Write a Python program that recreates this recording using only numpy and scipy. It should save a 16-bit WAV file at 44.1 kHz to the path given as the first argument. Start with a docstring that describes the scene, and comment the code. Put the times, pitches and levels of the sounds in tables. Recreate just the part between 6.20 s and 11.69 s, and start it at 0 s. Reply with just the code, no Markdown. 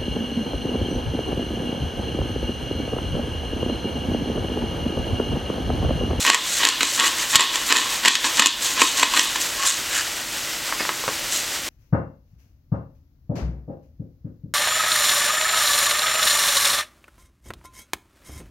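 """Pepper mill over a sizzling pan

A mill is twisted back and forth: the burr crunches, peppercorns crack, skin rubs on the cap. The mill is
then tipped upright and carried off; knocks on the counter and a brief jar chatter follow.
Crunch, rub, sizzle and patter are filtered random grains; cracks and knocks are decaying noise bursts.
Flame noise and hum lie underneath. One close microphone: gain control ducks everything on loud treble.
"""
import sys
import numpy as np
from scipy import signal
from scipy.fft import rfft, irfft
from scipy.io import wavfile
from scipy.ndimage import uniform_filter1d, minimum_filter1d

SR = 44100
rng = np.random.default_rng(int(sys.argv[2]) if len(sys.argv) > 2 else 0)


def dump(signal):
    """Clip the signal to [-1, 1] and save it as 16-bit WAV at the path in sys.argv[1]."""
    limited = np.clip(np.atleast_2d(signal).T, -1, 1)
    pcm = np.round(limited * 32767).astype(np.int16)
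    wavfile.write(sys.argv[1], SR, pcm)


N = 242064

# All levels in dB are relative. Broad spectra are scaled to unit power gain when used.
# Pan, broad spectrum. Each row: frequency in Hz, level in dB.
PAN_SPECTRUM = [(240, -35.5), (400, -11.5), (459, -9), (543, -5.5), (633, -9), (847, -6.5), (1070, -7),
                (1540, -4), (1660, -4.5), (1760, -6), (3250, -4), (3740, -5), (5910, -7), (15500, -24.5)]
# Pan, peaks and a dip. Each row: centre in Hz, width in Hz, height in dB.
PAN_MODES = [(1910, 300, 4), (2920, 230, 2), (7700, 2700, 5.5), (10340, 650, -0.5), (12400, 1800, 7.5)]
# Gas flame, broad spectrum. Each row: frequency in Hz, level in dB.
FLAME_SPECTRUM = [(20, -26), (30, 6), (42, 3), (52, 0), (100, -1.5), (170, -1), (290, 3), (420, -3),
                  (700, -18.5), (2000, -15.5)]
# Hum of stove and kitchen appliances. Each row: frequency in Hz, rms level in dB.
HUM_TONES = [(41, -72), (120, -57.5), (326, -51.5), (603, -53)]
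# Skin slides over the mill for a new grip or to let go.
# Each row: start in seconds, rise in seconds, hold in seconds, level in dB, sharpness in dB.
SLIDES = [(0.0, 0.0036, .02, -20, -1), (0.194, 0.17, 0.021, -21, -2), (0.71, 0.033, 0.014, -20.5, 0),
          (1.086, 0.014, .02, -21.5, 0), (1.44, .03, .02, -25, 5.5), (2.149, .012, 0.016, -20.5, -6),
          (2.747, .035, 0.013, -18, -4), (3.194, 0.015, .008, -20.5, 4), (3.446, .025, 0.01, -9.5, -2),
          (3.735, 0.024, .01, -23.5, 3), (5.102, .022, 0.046, -21, 2)]
# Skin on the cap, broad spectrum. Each row: frequency in Hz, level in dB.
SKIN_SPECTRUM = [(100, -33), (300, -26), (800, -19.5), (2000, -7.5), (4000, 2), (5000, -4.5), (6200, 2.5),
                 (7600, 3), (9700, -8.5), (12500, -19), (16000, -32)]
# Working twists of the cap, nearly three a second.
# Each row: start in seconds, rise in seconds, hold in seconds, crunch in dB, rub in dB, rub sharpness in dB.
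TWISTS = [(0.039, 0.044, 0.04, -11.5, -20, -8), (0.386, 0.062, 0.024, -12, -19.5, 0),
          (0.765, 0.037, 0.039, -13, -17.5, 2.5), (1.123, 0.052, 0.023, -7.5, -18.5, 6),
          (1.475, 0.044, 0.053, -13, -19, 0), (1.819, 0.058, .015, -13, -16.5, -9),
          (2.169, 0.028, 0.059, -14.5, -19.5, -4), (2.548, 0.062, 0.017, -14, -13, 0),
          (2.909, 0.069, 0.033, -14, -16, 3)]
# Lighter turns back between the twists.
# Each row: start in seconds, rise in seconds, hold in seconds, crunch in dB, rub in dB, rub sharpness in dB.
BACK_TURNS = [(0.607, 0.039, 0.026, -26, -20, -9), (0.958, 0.03, 0.014, -25.5, -22, -4),
              (1.314, 0.022, 0.036, -23.5, -26.5, -2), (1.67, 0.034, .04, -29.5, -26.5, -3),
              (2.031, 0.016, 0.014, -23, -23, -13), (2.4, .04, 0.033, -29, -19.5, 0.5),
              (2.734, 0.084, 0.034, -20, -23.5, -2), (3.144, .008, 0.0074, -30.5, -40, 1)]
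# Whole peppercorns breaking in the burr.
# Each row: start in seconds, level in dB, treble gain in dB, t60 in seconds.
CRACKS = [(0.05, -14.5, 17, 0.0089), (0.064, -11, 5, 0.034), (0.1, 5.5, 4.5, 0.012), (0.145, 0.5, 7, 0.013),
          (0.451, -1, 7.5, 0.015), (0.4703, -2, 1, 0.018), (0.4878, -12.5, 23.5, 0.008),
          (0.6071, -8, -20, 0.035), (0.6306, -2, 2.5, 0.013), (0.7976, -4, -0.5, 0.021),
          (0.804, -9, -4, 0.017), (0.8785, -19, 18.5, 0.012), (1.029, -28, 16, 0.0095),
          (1.1557, -1, 16.5, 0.041), (1.195, 5, -2.0, 0.019), (1.207, 10, -1, 0.0095),
          (1.3569, -10.5, 8.5, 0.011), (1.5006, -11, -14, 0.014), (1.5242, 10, -2.5, 0.0085),
          (1.5505, -6, -10, 0.02), (1.568, -1, 10, 0.0085), (1.8497, -4.5, 3, 0.017),
          (1.8562, -3.5, 4, 0.041), (1.8763, -1.5, -7, 0.029), (1.8808, 0, 9.5, 0.026),
          (1.953, -16.5, 25, 0.0092), (2.0424, -12.5, -22, 0.041), (2.1943, 0, 5.5, 0.048),
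          (2.2204, 3, -8, 0.028), (2.259, 1, 7.5, 0.02), (2.2693, 0.5, 18, 0.0063), (2.617, 7, -4, 0.028),
          (2.7965, -15.5, 11.5, 0.018), (2.829, -3.5, -15, 0.022), (2.8317, 0, -0.5, 0.016),
          (2.937, -10.5, 1, 0.022), (2.974, -2.5, 6, 0.0083), (2.9942, 3, 4, 0.013), (3.157, -16, 0, 0.036)]
# Mill body, broad spectrum. Each row: frequency in Hz, level in dB.
MILL_SPECTRUM = [(60, -35), (150, -40), (240, -7.5), (450, -12), (750, -12), (950, -1.5), (1400, -4.5),
                 (2600, -4.5), (4200, -7), (5200, -7), (7800, -6), (9500, -17.5), (13000, -17),
                 (16000, -59)]
# Resonances of cap and jar before detuning. Each row: centre in Hz, width in Hz, height in dB.
MILL_MODES = [(284, 250, 5.5), (1065, 127, 9.5), (1809, 200, 9.5), (2730, 1060, 5), (3200, 460, 4.5),
              (4084, 420, 6), (7200, 670, 6)]
# Loosened grit, broad spectrum. Each row: frequency in Hz, level in dB.
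GRIT_SPECTRUM = [(900, -38), (2400, -15), (3000, -1), (3800, -1), (4500, -8), (8000, -18), (12000, -56)]
# Peppercorns tumble as the jar is tipped, then stood upright.
# Each row: start in seconds, rise in seconds, hold in seconds, level in dB.
TUMBLES = [(3.36, 0.083, 0.034, -21.5), (3.693, .065, 0.035, -25)]
# Jar wall, broad spectrum. Each row: frequency in Hz, level in dB.
WALL_SPECTRUM = [(200, -23), (750, -11), (1100, 0.5), (1900, 1.5), (3500, -2.5), (7500, 3.5), (14000, -30)]
# Jar resonances around loose peppercorns.
# Each row: centre in Hz, width in Hz, height tipped in dB, height upright in dB.
JAR_MODES = [(1090, 140, 17, 0), (1380, 140, 3, 6.5), (1730, 220, 9.5, 12), (2960, 500, 11, 8)]
# Dull knocks, first in the mill, later on the counter.
# Each row: start in seconds, level in dB, lowest in Hz, highest in Hz, t60 in seconds.
KNOCKS = [(1.1579, -16.5, 45, 195, 0.026), (4.493, -27.5, 700, 1600, 0.023),
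          (4.5248, -16.5, 690, 1850, 0.02), (4.605, -21.5, 280, 2000, 0.04), (4.652, -21, 280, 1700, 0.016),
          (4.692, -15.5, 452, 2080, 0.03), (4.839, -22.5, 400, 1140, 0.018),
          (4.8797, -13.5, 130, 1550, 0.021), (4.887, -17.5, 170, 1500, 0.02)]
# A jar chatters against its neighbour.
# Each row: start in seconds, rise in seconds, hold in seconds, level in dB.
CLINKS = [(4.59, 0.0085, 0.012, -24)]
# Chattering jar, broad spectrum. Each row: frequency in Hz, level in dB.
CLINK_SPECTRUM = [(500, -18), (1800, 0), (3500, -13), (7000, -12), (14000, -22)]
# Chattering jar, resonances. Each row: centre in Hz, width in Hz, height in dB.
CLINK_MODES = [(1820, 180, 9), (2200, 200, 9), (2630, 320, 11), (4960, 200, 22)]

# Fall of each movement after its hold
TWIST_RELEASE_DB_PER_S, BACK_RELEASE_DB_PER_S = 182, 167
RUB_RELEASE_DB_PER_S, SLIDE_RELEASE_DB_PER_S, TUMBLE_RELEASE_DB_PER_S = 223, 217, 196
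RUB_LAG_S = 0.027  # in a working twist the rub follows the bite of the burr


def from_db(db):
    """Decibels to amplitude gain."""
    return 10 ** (np.asarray(db) / 20)


def rms_one(x):
    """Scale to unit power."""
    return x / np.sqrt(np.mean(x ** 2) + 1e-20)


def drift(rate_hz):
    """Slow random signal of unit power: low-passed noise made at SR / 40, then interpolated."""
    r = np.exp(-80 * np.pi * rate_hz / SR)
    noise = rng.standard_normal(N // 40 + 2002)
    slow = signal.lfilter([1], [1, -2 * r, r * r], noise)[2000:]  # drop the start-up
    return np.interp(np.arange(N) / 40, np.arange(len(slow)), rms_one(slow))


def butter(x, hz, kind, order=2):
    """Causal Butterworth filter."""
    sos = signal.butter(order, np.clip(hz, 10, .45 * SR), kind, fs=SR, output="sos")
    return signal.sosfilt(sos, x)


def colour(x, spectrum, modes=(), size=8192):
    """Pass x through a causal body of unit power gain: a broad spectrum plus resonances."""
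    hz = np.maximum(np.fft.rfftfreq(size, 1 / SR), 1)
    points_hz, points_db = np.transpose(spectrum)
    level_db = np.interp(np.log(hz), np.log(points_hz), points_db)
    for centre_hz, width_hz, height_db in modes:
        level_db = level_db + height_db / (1 + (2 * (hz - centre_hz) / width_hz) ** 2)
    # minimum phase by folding the cepstrum: nothing rings before the blow
    cepstrum = irfft(np.log(from_db(level_db)))
    cepstrum[1:size // 2] *= 2
    cepstrum[size // 2 + 1:] = 0
    response = irfft(np.exp(rfft(cepstrum)))
    return signal.fftconvolve(x, response / np.linalg.norm(response))[:N]


def grains(per_s, spread_db):
    """Random clicks of uneven size and sign, unit power."""
    sizes = from_db(spread_db * np.minimum(rng.exponential(1, N), 4))
    signed = sizes * rng.choice([-1, 1], N)
    return rms_one(signed * (rng.random(N) < per_s / SR))


def burst(t60_s, size=4096):
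    """Noise that starts at unit power and decays exponentially."""
    decay = from_db(-60 * np.arange(size) / (SR * max(t60_s, .002)))
    return rng.standard_normal(size) * decay


def add(track, start_s, sound):
    """Mix a sound into the track."""
    at = max(round(start_s * SR), 0)
    track[at:at + len(sound)] += sound[:N - at]


def swell(start_s, rise_s, hold_s, release_db_per_s):
    """Strength of one movement: a linear rise, a hold, a steady fall in dB."""
    t = np.arange(N) / SR - start_s
    rise_s = max(rise_s, .002)
    fall_s = np.clip(t - rise_s - hold_s, 0, 1)
    return np.clip(t / rise_s, 0, 1) * from_db(-release_db_per_s * fall_s)


def sizzle(hiss_db=-28.0, spit_db=-39.0):
    """Steam bubbles burst in the oil as dense grains; the smallest spit sharply above the hiss."""
    bubbles = grains(per_s=14000, spread_db=2.0)
    hiss = from_db(hiss_db + 0.98 * drift(10)) * colour(bubbles, PAN_SPECTRUM, PAN_MODES)
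    spits = butter(grains(per_s=1100, spread_db=3.6), 7000, "high")
    return hiss + from_db(spit_db) * spits


def stove(flame_db=-42.0, waver_rad=0.46):
    """Gas flame as soft filtered noise, plus hum tones whose phases waver."""
    t = np.arange(N) / SR
    hum = np.zeros(N)
    for hz, rms_db in HUM_TONES:
        phase = 2 * np.pi * hz * t + waver_rad * drift(12)
        hum += np.sqrt(2) * from_db(rms_db) * np.sin(phase)
    return from_db(flame_db) * colour(rng.standard_normal(N), FLAME_SPECTRUM) + hum


def rubbing():
    """Strength of the friction and of its sharp edge: the strongest turn or slide at each instant."""
    rubs = []
    for s, rise, hold, _, db, sharp_db in TWISTS:
        rubs.append((swell(s + RUB_LAG_S, rise, hold, RUB_RELEASE_DB_PER_S), db, sharp_db))
    for s, rise, hold, _, db, sharp_db in BACK_TURNS:
        rubs.append((swell(s, rise, hold, BACK_RELEASE_DB_PER_S), db, sharp_db))
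    for s, rise, hold, db, sharp_db in SLIDES:
        rubs.append((swell(s, rise, hold, SLIDE_RELEASE_DB_PER_S), db, sharp_db))
    strength = np.max([shape * from_db(db) for shape, db, _ in rubs], axis=0)
    sharp_strength = np.max([shape * from_db(db + sharp_db) for shape, db, sharp_db in rubs], axis=0)
    return strength, sharp_strength


def hand(edge_hz=10500, rasp_db=-2.5, tick_db=-9):
    """Cap and dry skin stick and slip in very fine grains; sharper slips add a crisp, ticking edge."""
    strength, sharp_strength = rubbing()
    friction = grains(per_s=14000, spread_db=5.0)
    stick_slip = rms_one(from_db(2.75 * drift(190)))
    rasp = from_db(rasp_db) * colour(friction * stick_slip, SKIN_SPECTRUM)
    ticks = from_db(tick_db) * grains(per_s=350, spread_db=2.5)
    edge = butter(rasp + butter(ticks, 13200, "low"), edge_hz, "high", order=3)
    return strength * butter(rasp, edge_hz, "low", order=3) + sharp_strength * edge


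def burr_effort():
    """How hard the burr chews: the strongest twist or back turn at each instant."""
    efforts = []
    for turns, release in [(TWISTS, TWIST_RELEASE_DB_PER_S), (BACK_TURNS, BACK_RELEASE_DB_PER_S)]:
        for s, rise, hold, crunch_db, _, _ in turns:
            efforts.append(from_db(crunch_db) * swell(s, rise, hold, release))
    return np.max(efforts, axis=0)


def cracks(snap_hz=5000, level_db=1.5, build_s=0.00055):
    """Each fracture is a brief shower of splinters; brittle ones carry more treble."""
    track = np.zeros(N)
    build = 1 - np.exp(-np.arange(4096) / (SR * build_s))
    for s, db, bright_db, t60_s in CRACKS:
        shower = burst(t60_s) * build
        dull = butter(shower, snap_hz, "low", order=1)
        treble = shower - dull
        add(track, s, from_db(db + level_db) * (dull + from_db(bright_db) * treble))
    return butter(track, 10500, "low", order=1)


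def splinters(per_s=130, t60_s=0.0085):
    """Lesser fractures at random, each a short shower of noise; unit power."""
    decay = from_db(-60 * np.arange(2048) / (SR * t60_s))
    breaks = np.abs(grains(per_s, spread_db=2.0))
    return rms_one(signal.fftconvolve(breaks, decay)[:N] * rng.standard_normal(N))


def wandering_body(x, spectrum, modes, shift=0.03, rate_hz=2.6):
    """The grip detunes the mill: its resonances wander between a slack and a tight tuning."""
    grip = np.pi / 2 * np.tanh(drift(rate_hz))
    slack, neutral, tight = [
        colour(x, spectrum, [(hz * (1 + side * shift), width, db) for hz, width, db in modes])
        for side in (-1, 0, 1)]
    away = np.sin(grip) ** 2
    return (1 - away) * neutral + away * np.where(grip < 0, slack, tight)


def mill(effort_db=-2.5, splinter_db=-7.5, spill_db=13.0, grit_db=-11.5, grit_lag_s=0.049, crunch_hz=5400):
    """Small crunches and big cracks ring the same cap and jar; loosened grit trickles out after each stroke."""
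    effort = from_db(effort_db) * burr_effort()
    # the burr grips and slips, crushing a few coarse fragments at a time
    catching = rms_one(from_db(2.2 * drift(130)))
    fragments = grains(per_s=1500, spread_db=2.4)
    crunch = butter(effort * catching * fragments, crunch_hz, "low")
    crunch = crunch + from_db(splinter_db) * effort * splinters()
    breaking = cracks()
    # a broken peppercorn spills more grit, up to a limit
    loosened = effort + from_db(spill_db) * np.tanh(np.abs(breaking))
    r = np.exp(-1 / (grit_lag_s * SR))
    flow = signal.lfilter([1 - r], [1, -r], loosened)
    trickle = flow * grains(per_s=2700, spread_db=-1.5)
    grit = from_db(grit_db) * colour(trickle, GRIT_SPECTRUM)
    return wandering_body(crunch + breaking, MILL_SPECTRUM, MILL_MODES) + grit


def shaking(jolt_db=-8):
    """How hard the loose peppercorns move: tipping the jar, and the jolt of each back turn."""
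    tipping = sum(from_db(db) * swell(s, rise, hold, TUMBLE_RELEASE_DB_PER_S)
                  for s, rise, hold, db in TUMBLES)
    jolts = sum(from_db(db) * swell(s, rise, hold, TUMBLE_RELEASE_DB_PER_S)
                for s, rise, hold, db, _, _ in BACK_TURNS)
    return tipping + from_db(jolt_db) * jolts


def tumble():
    """Loose peppercorns patter against the jar and damp its lowest resonance as they settle."""
    patter = shaking() * grains(per_s=2200, spread_db=4.0)
    tipped = colour(patter, WALL_SPECTRUM, [(hz, width, db) for hz, width, db, _ in JAR_MODES])
    settled = colour(patter, WALL_SPECTRUM, [(hz, width, db) for hz, width, _, db in JAR_MODES])
    upright = np.interp(np.arange(N) / SR, [3.52, 3.7], [0, 1])
    return (1 - upright) * tipped + upright * settled


def knocks(level_db=2.5, tick_db=-15, scatter=0.68):
    """A blow and its brief chatter, in a band set by what is hit and how softly, with a faint tick on top."""
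    track = np.zeros(N)
    for s, db, low_hz, high_hz, t60_s in KNOCKS:
        contact = scatter * burst(t60_s)
        contact[0] += np.linalg.norm(contact)  # the first touch holds about half of the energy
        band_gain = np.sqrt(SR / 2 / max(high_hz - low_hz, 100))  # offsets the power lost in the filter
        thud = butter(contact, [low_hz, high_hz], "band") * band_gain
        tick = from_db(tick_db) * butter(contact, 4000, "low")
        add(track, s, from_db(db + level_db) * (thud + tick))
    return track


def clink(release_db_per_s=900):
    """A short run of light touches sets a jar ringing."""
    strength = sum(from_db(db) * swell(s, rise, hold, release_db_per_s) for s, rise, hold, db in CLINKS)
    touches = strength * grains(per_s=1500, spread_db=2.5)
    return colour(touches, CLINK_SPECTRUM, CLINK_MODES)


def kitchen(x, near_db=-10, room_db=-13, wall_hz=5500, room_t60_s=0.19):
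    """Quick reflections off the stove top and a short, duller room tail, by noise convolution."""
    near = burst(0.026)
    tail = butter(burst(room_t60_s, size=16384), wall_hz, "low")
    response = np.zeros(N)
    add(response, .002, from_db(near_db) * near / np.linalg.norm(near))
    add(response, .008, from_db(room_db) * tail / np.linalg.norm(tail))
    return x + signal.fftconvolve(x, response[:SR // 2])[:N]


def scene():
    """Sum to one microphone, in two equal channels; sizzle and stove bypass the reflections."""
    handled = mill() + tumble() + hand() + knocks() + clink()
    mono = kitchen(handled) + sizzle() + stove()
    return np.array([mono, mono])


def gain_control(x, threshold_db=-20.0, slope=0.56, release_db_per_s=85, attack_s=0.0014,
                 sense_hz=5000, hold_samples=1200):
    """Loud treble pulls the whole gain down; it holds a moment and creeps back."""
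    treble = butter(x, sense_hz, "high")
    level_db = 10 * np.log10(np.maximum(uniform_filter1d(treble ** 2, size=88), 1e-12))
    # running maximum over the past
    held_db = -minimum_filter1d(-level_db, size=hold_samples, origin=(hold_samples - 1) // 2)
    wanted_cut_db = slope * np.maximum(held_db - threshold_db, 0)
    # the ramp limits how fast the cut may shrink
    ramp_db = release_db_per_s * np.arange(N) / SR
    cut_db = np.maximum.accumulate(wanted_cut_db + ramp_db) - ramp_db
    r = np.exp(-1 / (attack_s * SR))
    return from_db(-signal.lfilter([1 - r], [1, -r], cut_db))


def record(dry, cutoff_hz=16000):
    """Gain control, overload clipping of the peaks, and a steep top cut."""
    loud = np.clip(dry * gain_control(dry[0]), -.95, .95)
    top_cut = signal.ellip(10, .1, 70, cutoff_hz, fs=SR, output="sos")
    return signal.sosfilt(top_cut, loud)


dry = scene()
out = record(dry)
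dump(out)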